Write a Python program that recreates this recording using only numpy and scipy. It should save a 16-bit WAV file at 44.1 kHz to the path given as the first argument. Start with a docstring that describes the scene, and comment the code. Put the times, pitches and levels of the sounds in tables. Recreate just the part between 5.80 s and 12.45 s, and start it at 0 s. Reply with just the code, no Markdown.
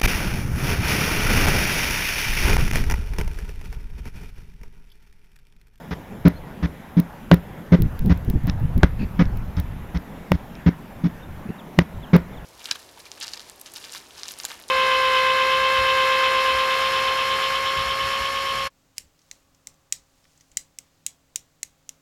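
"""Sledgehammer on a tractor tire.

Quick, steady blows in a grassy yard: the carcass thuds, the rubber slaps, the ground booms.
Four land with a hard crack; handling adds light clinks, and soft rubs fall between blows.
Wind buffets the microphone midway, trees hiss, small birds chirp, thin ticks come and go."""
import sys
import numpy as np
from scipy import signal
from scipy.fft import rfft, irfft, next_fast_len
from scipy.io import wavfile
from scipy.ndimage import uniform_filter1d, map_coordinates

SR = 44100
rng = np.random.default_rng(int(sys.argv[2]) if len(sys.argv) > 2 else 0)


def wav_record(signal):
    """Record a signal, one row per channel, as 16-bit PCM in the file named by sys.argv[1]."""
    frames = np.transpose(np.atleast_2d(signal))
    bounded = np.clip(frames, -1, 1)
    # unit amplitude maps onto the largest positive 16-bit level
    quanta = np.round(bounded * 32767).astype(np.int16)
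    wavfile.write(sys.argv[1], SR, quanta)


N = 293265

# low spectrum of wind flutter and soft bumps: freq_hz, gain_db
FLUTTER_SPECTRUM = [(70, -21), (130, 3.5), (220, 4.5), (320, -5), (450, -13), (650, -33), (1000, -32),
                    (2000, -65)]


def amp(db):
    """Decibels to gain."""
    return 10 ** (np.asarray(db) / 20)


def unit(x):
    """x at rms 1."""
    return x / np.sqrt(np.mean(x ** 2) + 1e-20)


def coloured(x, spectrum):
    """x filtered by a curve of (freq_hz, gain_db) points."""
    size = next_fast_len(len(x) + 4096)
    hz, db = np.transpose(spectrum)
    bin_hz = np.fft.rfftfreq(size, 1 / SR)
    gain = amp(np.interp(np.log(bin_hz + 1), np.log(hz), db))
    return irfft(rfft(x, size) * gain, size)[:len(x)]


def noise(spectrum, size):
    """Coloured noise at rms 1."""
    return unit(coloured(rng.standard_normal(size), spectrum))


def burst(spectrum, envelope):
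    """Enveloped noise with the energy of its envelope."""
    return unit(noise(spectrum, len(envelope)) * envelope) * np.sqrt(np.mean(envelope ** 2))


def wobble(rate_hz):
    """Smooth random curve, rate_hz knots a second."""
    knots = rng.standard_normal(int(N * rate_hz / SR) + 4)
    return map_coordinates(knots, [np.arange(N) * rate_hz / SR])


def add(track, start_s, sound):
    """Mix a sound into the track."""
    start = max(round(start_s * SR), 0)
    track[start:start + len(sound)] += sound[:len(track) - start]


def blunt(t, rise_s, hold_s, fall_s, tail_db, t60_s):
    """Impact envelope: brief hold, then a fast drop to a dying tail."""
    late_s = np.maximum(t - hold_s, 0)
    tail = amp(tail_db - 60 * late_s / t60_s)
    return np.clip(t / rise_s, 0, 1) * np.maximum(np.exp(-late_s / fall_s), tail)


def partial(freq_hz, rms_db, t):
    """One undamped mode, slightly detuned, at random phase."""
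    detuned_hz = freq_hz * (1 + rng.normal(0, 0.0038))
    return amp(rms_db) * np.sqrt(2) * np.sin(2 * np.pi * (detuned_hz * t + rng.random()))


def struck(modes, t):
    """Damped modes excited together."""
    return sum(amp(db - 60 * t / t60_s) * np.sin(2 * np.pi * hz * t) for hz, db, t60_s in modes)


def wind():
    """Air rumbles on the microphone; the strongest eddies also flutter higher up."""
    # wind strength: time_s, level_db
    strength = [(0.0, -51.5), (0.57, -40.5), (1.0, -46), (1.94, -45), (2.11, -27), (2.52, -30), (2.68, -27),
                (2.93, -25.5), (3.22, -29.5), (3.46, -26.5), (3.83, -36), (4.31, -45.5), (5.22, -45.5),
                (5.45, -38), (5.72, -49), (5.95, -57), (6.18, -39.5), (6.65, -44)]
    # air rumble: freq_hz, gain_db
    rumble_spectrum = [(10, -2.5), (28, 1.5), (65, -0.5), (110, -3.5), (170, -9), (280, -26.5), (500, -52),
                       (1200, -82.5)]
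    # strongest eddies: centre_s, rumble_db, flutter_db
    buffets = [(2.011, -16, -20.5), (2.049, -15.5, -28), (2.222, -17.5, -43), (2.265, -17, -19),
               (2.492, -17, -27.5), (2.556, -14.5, -26.5), (2.645, -19.5, -48), (2.835, -16, -34),
               (2.978, -15.5, -23.5)]
    time_s, level_db = np.transpose(strength)
    mean_db = np.interp(np.arange(N) / SR, time_s, level_db)
    eddy_db = 4 * wobble(rate_hz=12)
    out = amp(mean_db + eddy_db) * noise(rumble_spectrum, N)
    buffet_s = 0.064
    swell = signal.windows.tukey(int(buffet_s * SR), 0.7)
    for centre_s, rumble_db, flutter_db in buffets:
        rumble = amp(rumble_db) * burst(rumble_spectrum, swell)
        flutter = amp(flutter_db) * burst(FLUTTER_SPECTRUM, swell)
        add(out, centre_s - buffet_s / 2, rumble + flutter)
    return out


def trees():
    """Conifers hiss softly, drifting in faint patches of time and frequency."""
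    # foliage hiss: freq_hz, gain_db
    hiss_spectrum = [(70, -21), (115, -6.5), (165, 3), (215, 0), (380, -9), (900, -10.5), (1200, -16),
                     (1800, -17), (2800, -25.5), (3600, -28.5), (4300, -35.5), (9000, -38), (14000, -33),
                     (16000, -47)]
    level_db, patch_db = -40, 1.9
    bins = signal.stft(noise(hiss_spectrum, N), nperseg=512)[2]
    patches = uniform_filter1d(rng.standard_normal(bins.shape), size=6, axis=0)
    patches = uniform_filter1d(patches, size=12, axis=1)
    hiss = signal.istft(bins * amp(patch_db * unit(patches)), nperseg=512)[1][:N]
    return amp(level_db) * unit(hiss)


def blows():
    """The carcass rings and heaves on the ground; rubber slaps and scuffs the head; the handle rings."""
    # hammer blows: start_s, hold_s, thud_db, slap_db, boom_db
    strikes = [(0.107, 0.031, -29, -33, -30), (0.45, 0.031, -8.5, -25.5, -19.5),
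               (0.825, 0.036, -20.5, -33.5, -20.5), (1.167, 0.036, -11, -38, -34),
               (1.512, 0.033, -7.5, -26.5, -17.5), (1.919, .035, -8.5, -27, -17.5),
               (2.294, 0.034, -14.5, -31.5, -13.5), (2.673, 0.028, -20, -37.5, -29),
               (3.028, .019, -13, -25, -8), (3.39, 0.035, -13.5, -26.5, -26),
               (3.767, 0.037, -26, -40, -18.5), (4.143, 0.0326, -23, -38.5, -21.5),
               (4.521, .035, -21, -41.5, -21), (4.86, 0.032, -12, -30.5, -17.5),
               (5.237, 0.036, -15.5, -40, -33), (5.988, 0.035, -22.5, -35.5, -28),
               (6.331, .036, -9.5, -23.5, -22.5)]
    # carcass modes: freq_hz, gain_db, knock_share (0 follows the thud, 1 the knock)
    tire_modes = [(132, -35.5, 0.1), (173, 2.5, 0.05), (222.1, -16, 0.04), (280, -7.5, 0.11),
                  (380, -7.5, 0.87), (422.2, -7.5, 0.91), (517.3, -6, 1), (613.4, -15.5, 1)]
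    # hammer and handle modes: freq_hz, gain_db
    handle_modes = [(982, -12.5), (1170, -19.5), (1250, -15.5), (1430, -15), (1590, -21), (2000, -17.5),
                    (2210, -19)]
    # tire on the ground: freq_hz, gain_db
    boom_spectrum = [(20, -32), (45, -10.5), (72, 13), (100, -11.5), (150, -70.5), (400, -69.5)]
    # rubber slap: freq_hz, gain_db
    slap_spectrum = [(200, -6.5), (450, 4), (800, -0.5), (1500, -1), (2100, -0.5), (2700, -10.5),
                     (3800, -16.5), (6000, -34.5), (10000, -58)]
    # rubber scuff: freq_hz, gain_db
    scuff_spectrum = [(1500, -3.5), (2600, -4), (3500, 4), (4300, -1), (5400, 0), (6500, -8.5), (8000, -37),
                      (11000, -23.5), (16000, -39)]
    full_thud_db, full_slap_db, full_knock_db, full_scuff_db = -10, -25.5, -22, -40  # at full swing
    out, t = np.zeros(N), np.arange(SR // 4) / SR
    for start_s, hold_s, thud_db, slap_db, boom_db in strikes:
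        body_env = blunt(t, rise_s=0.0046, hold_s=hold_s, fall_s=0.0019, tail_db=-13.5, t60_s=0.18)
        ground_env = blunt(t, rise_s=0.0092, hold_s=hold_s, fall_s=0.0046, tail_db=-14, t60_s=0.23)
        skin_env = blunt(t, rise_s=0.0047, hold_s=hold_s, fall_s=0.001, tail_db=-10.5, t60_s=0.19)
        # harder blows favour the upper modes, the knock
        knock_db = full_knock_db + 1.64 * (thud_db - full_thud_db) + (slap_db - full_slap_db)
        scuff_db = full_scuff_db + 0.61 * (slap_db - full_slap_db)
        carcass = np.zeros(len(t))
        for freq_hz, gain_db, knock_share in tire_modes:
            spot_db = gain_db * rng.normal(1, 0.21)  # each blow lands on another spot
            drive_db = thud_db + knock_share * (knock_db - thud_db)
            carcass += partial(freq_hz, spot_db + drive_db, t)
        handle = sum(partial(hz, db + slap_db + rng.normal(0, 1.5), t) for hz, db in handle_modes)
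        boom = amp(boom_db) * burst(boom_spectrum, ground_env)
        slap = amp(slap_db) * burst(slap_spectrum, skin_env)
        scuff = amp(scuff_db) * burst(scuff_spectrum, skin_env)
        add(out, start_s, carcass * body_env + handle * skin_env + boom + slap + scuff)
    return out


def ticks():
    """Thin, dry ticks, each one bright spike; fainter ones fall at random during the gust."""
    # loudest ticks: start_s, impulse_db
    loud = [(.4826, -6.5), (1.2011, -9), (1.5432, -6), (2.0217, -7), (2.1928, -14.5), (2.2612, -17.5),
            (2.5006, -10.5), (2.6717, -16.5), (2.9795, -16), (3.8002, -12), (4.5186, -11.5), (6.3653, -9.5)]
    # tick colour: freq_hz, gain_db
    tick_spectrum = [(500, -35), (2000, -3), (4000, 1.5), (7000, -9.5), (9000, -13), (10500, 3),
                     (12000, -4.5), (14000, 9), (16000, -1)]
    faint_s = rng.uniform(2.2, 3.6, size=6)
    faint_db = rng.normal(-23.5, 5, size=6)
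    impulses = np.zeros(N)
    for start_s, impulse_db in [*loud, *zip(faint_s, faint_db)]:
        add(impulses, start_s, amp([impulse_db]))
    return coloured(impulses, tick_spectrum)


def birds():
    """Small, distant birds: each chirp is a short whistle that glides and bends."""
    # chirps: start_s, centre_hz, glide_oct, bend_oct, level_db
    chirps = [(.555, 4170, 0.14, .15, -51), (5.419, 3630, -.05, 0.032, -51),
              (5.781, 3500, -.55, -0.12, -47), (6.224, 3320, -.42, -0.11, -45),
              (6.266, 3100, -.28, -.02, -53), (6.526, 3480, -.35, -.06, -52),
              (6.562, 3470, -0.39, -.06, -50.5)]
    chirp_s = 0.035
    out, position = np.zeros(N), np.linspace(-1, 1, int(chirp_s * SR))
    envelope = np.cos(np.pi * position / 2)
    for start_s, centre_hz, glide_oct, bend_oct, level_db in chirps:
        pitch_hz = centre_hz * 2 ** (glide_oct * position / 2 + bend_oct * position ** 2)
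        whistle = np.sin(2 * np.pi * np.cumsum(pitch_hz) / SR)
        add(out, start_s, amp(level_db) * envelope * whistle)
    return out


def cracks():
    """The head lands hard: a brief, bright crack and clack on one low push of the tread."""
    # hard contacts: start_s, hold_s, crack_db, push_db, clack_db
    contacts = [(1.5149, 0.0026, -6, -14, -10.5), (3.0328, 0.0025, -6, -21, -5.5),
                (4.519, 0.0019, -10.5, -4, -14), (5.989, 0.0028, -5.5, -2, -24.5)]
    # contact noise: freq_hz, gain_db
    crack_spectrum = [(200, -22), (550, 16), (850, -12.5), (1200, 4), (1600, 5), (2300, 2.5), (3500, -7.5),
                      (5000, -19), (8000, -40.5), (16000, -28.5)]
    # contact ring: freq_hz, gain_db, t60_s
    contact_modes = [(347, 4.5, 0.02), (575, 2.5, 0.017), (896, -2.5, 0.011), (1020, 3.5, 0.0047),
                     (1920, -7, 0.02), (2730, -14.5, 0.01), (3540, -17.5, 0.018), (5150, -35, 0.006)]
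    push_hz, clack_hz = 170, 1500
    push_centre_s, push_decay_s, push_delay_s = 0.02, 0.0048, 0.0019
    out, t = np.zeros(N), np.arange(SR // 20) / SR
    from_peak_s = t - push_centre_s
    push = -np.cos(2 * np.pi * push_hz * from_peak_s) * np.exp(-np.abs(from_peak_s) / push_decay_s)
    for start_s, hold_s, crack_db, push_db, clack_db in contacts:
        snap_env = blunt(t, rise_s=0.00034, hold_s=hold_s, fall_s=0.00044, tail_db=-35, t60_s=0.04)
        crack = amp(-4.5) * burst(crack_spectrum, snap_env) - struck(contact_modes, t)
        clack = -np.sin(2 * np.pi * clack_hz * t) * snap_env
        add(out, start_s, amp(crack_db) * crack + amp(clack_db) * clack)
        add(out, start_s + push_delay_s - push_centre_s, amp(push_db) * push)
    return out


def clinks():
    """Light, bright contacts as the hammer is handled."""
    # handling contacts: start_s, gain_db
    contacts = [(2.6975, -13), (3.4552, -29), (3.7683, -26.5), (4.173, -23.5), (4.753, -30)]
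    # clink modes: freq_hz, gain_db, t60_s
    clink_modes = [(1820, -17, 0.022), (2590, -1, 0.0039), (3700, -2, 0.0051), (5380, -8.5, 0.0065),
                   (5400, -8.5, 0.0038)]
    rise_s = 0.00051
    out, t = np.zeros(N), np.arange(SR // 20) / SR
    clink = struck(clink_modes, t) * np.clip(t / rise_s, 0, 1)
    for start_s, gain_db in contacts:
        add(out, start_s, amp(gain_db) * clink)
    return out


def rubs():
    """Soft, low bumps with a dry rasp, perhaps the grip shifting on the handle."""
    # rubs between blows: start_s, length_s, bump_db, rasp_db
    shifts = [(3.179, 0.083, -24.5, -43), (5.652, 0.028, -31.5, -68), (5.686, 0.025, -24.5, -54)]
    # dry rasp: freq_hz, gain_db
    rasp_spectrum = [(900, -15), (1600, -4), (2250, -7), (2550, 4), (3100, -16), (3700, -17), (4400, -9),
                     (5400, -24), (8000, -45)]
    out = np.zeros(N)
    for start_s, length_s, bump_db, rasp_db in shifts:
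        swell = signal.windows.tukey(int(length_s * SR), 0.6)
        bump = amp(bump_db) * burst(FLUTTER_SPECTRUM, swell)
        rasp = amp(rasp_db) * burst(rasp_spectrum, swell)
        add(out, start_s, bump + rasp)
    return out


def scene():
    """All sources, one channel."""
    return (wind() + trees() + blows() + ticks() + birds() + cracks() + clinks() + rubs())[None]


def record(dry):
    """Soft clip of the highest peaks, narrow treble dip, band limit."""
    ceiling, top_hz = 1.02, 16200
    dip_hz, dip_width_hz, dip_db = 8300, 400, -9
    clipped = dry / (1 + np.abs(dry / ceiling) ** 8) ** (1 / 8)
    hz = np.fft.rfftfreq(N, 1 / SR)
    dip = amp(dip_db * np.exp(-((hz - dip_hz) / dip_width_hz) ** 2))
    return irfft(rfft(clipped) * dip * (hz < top_hz), N)


dry = scene()
out = record(dry)
wav_record(out)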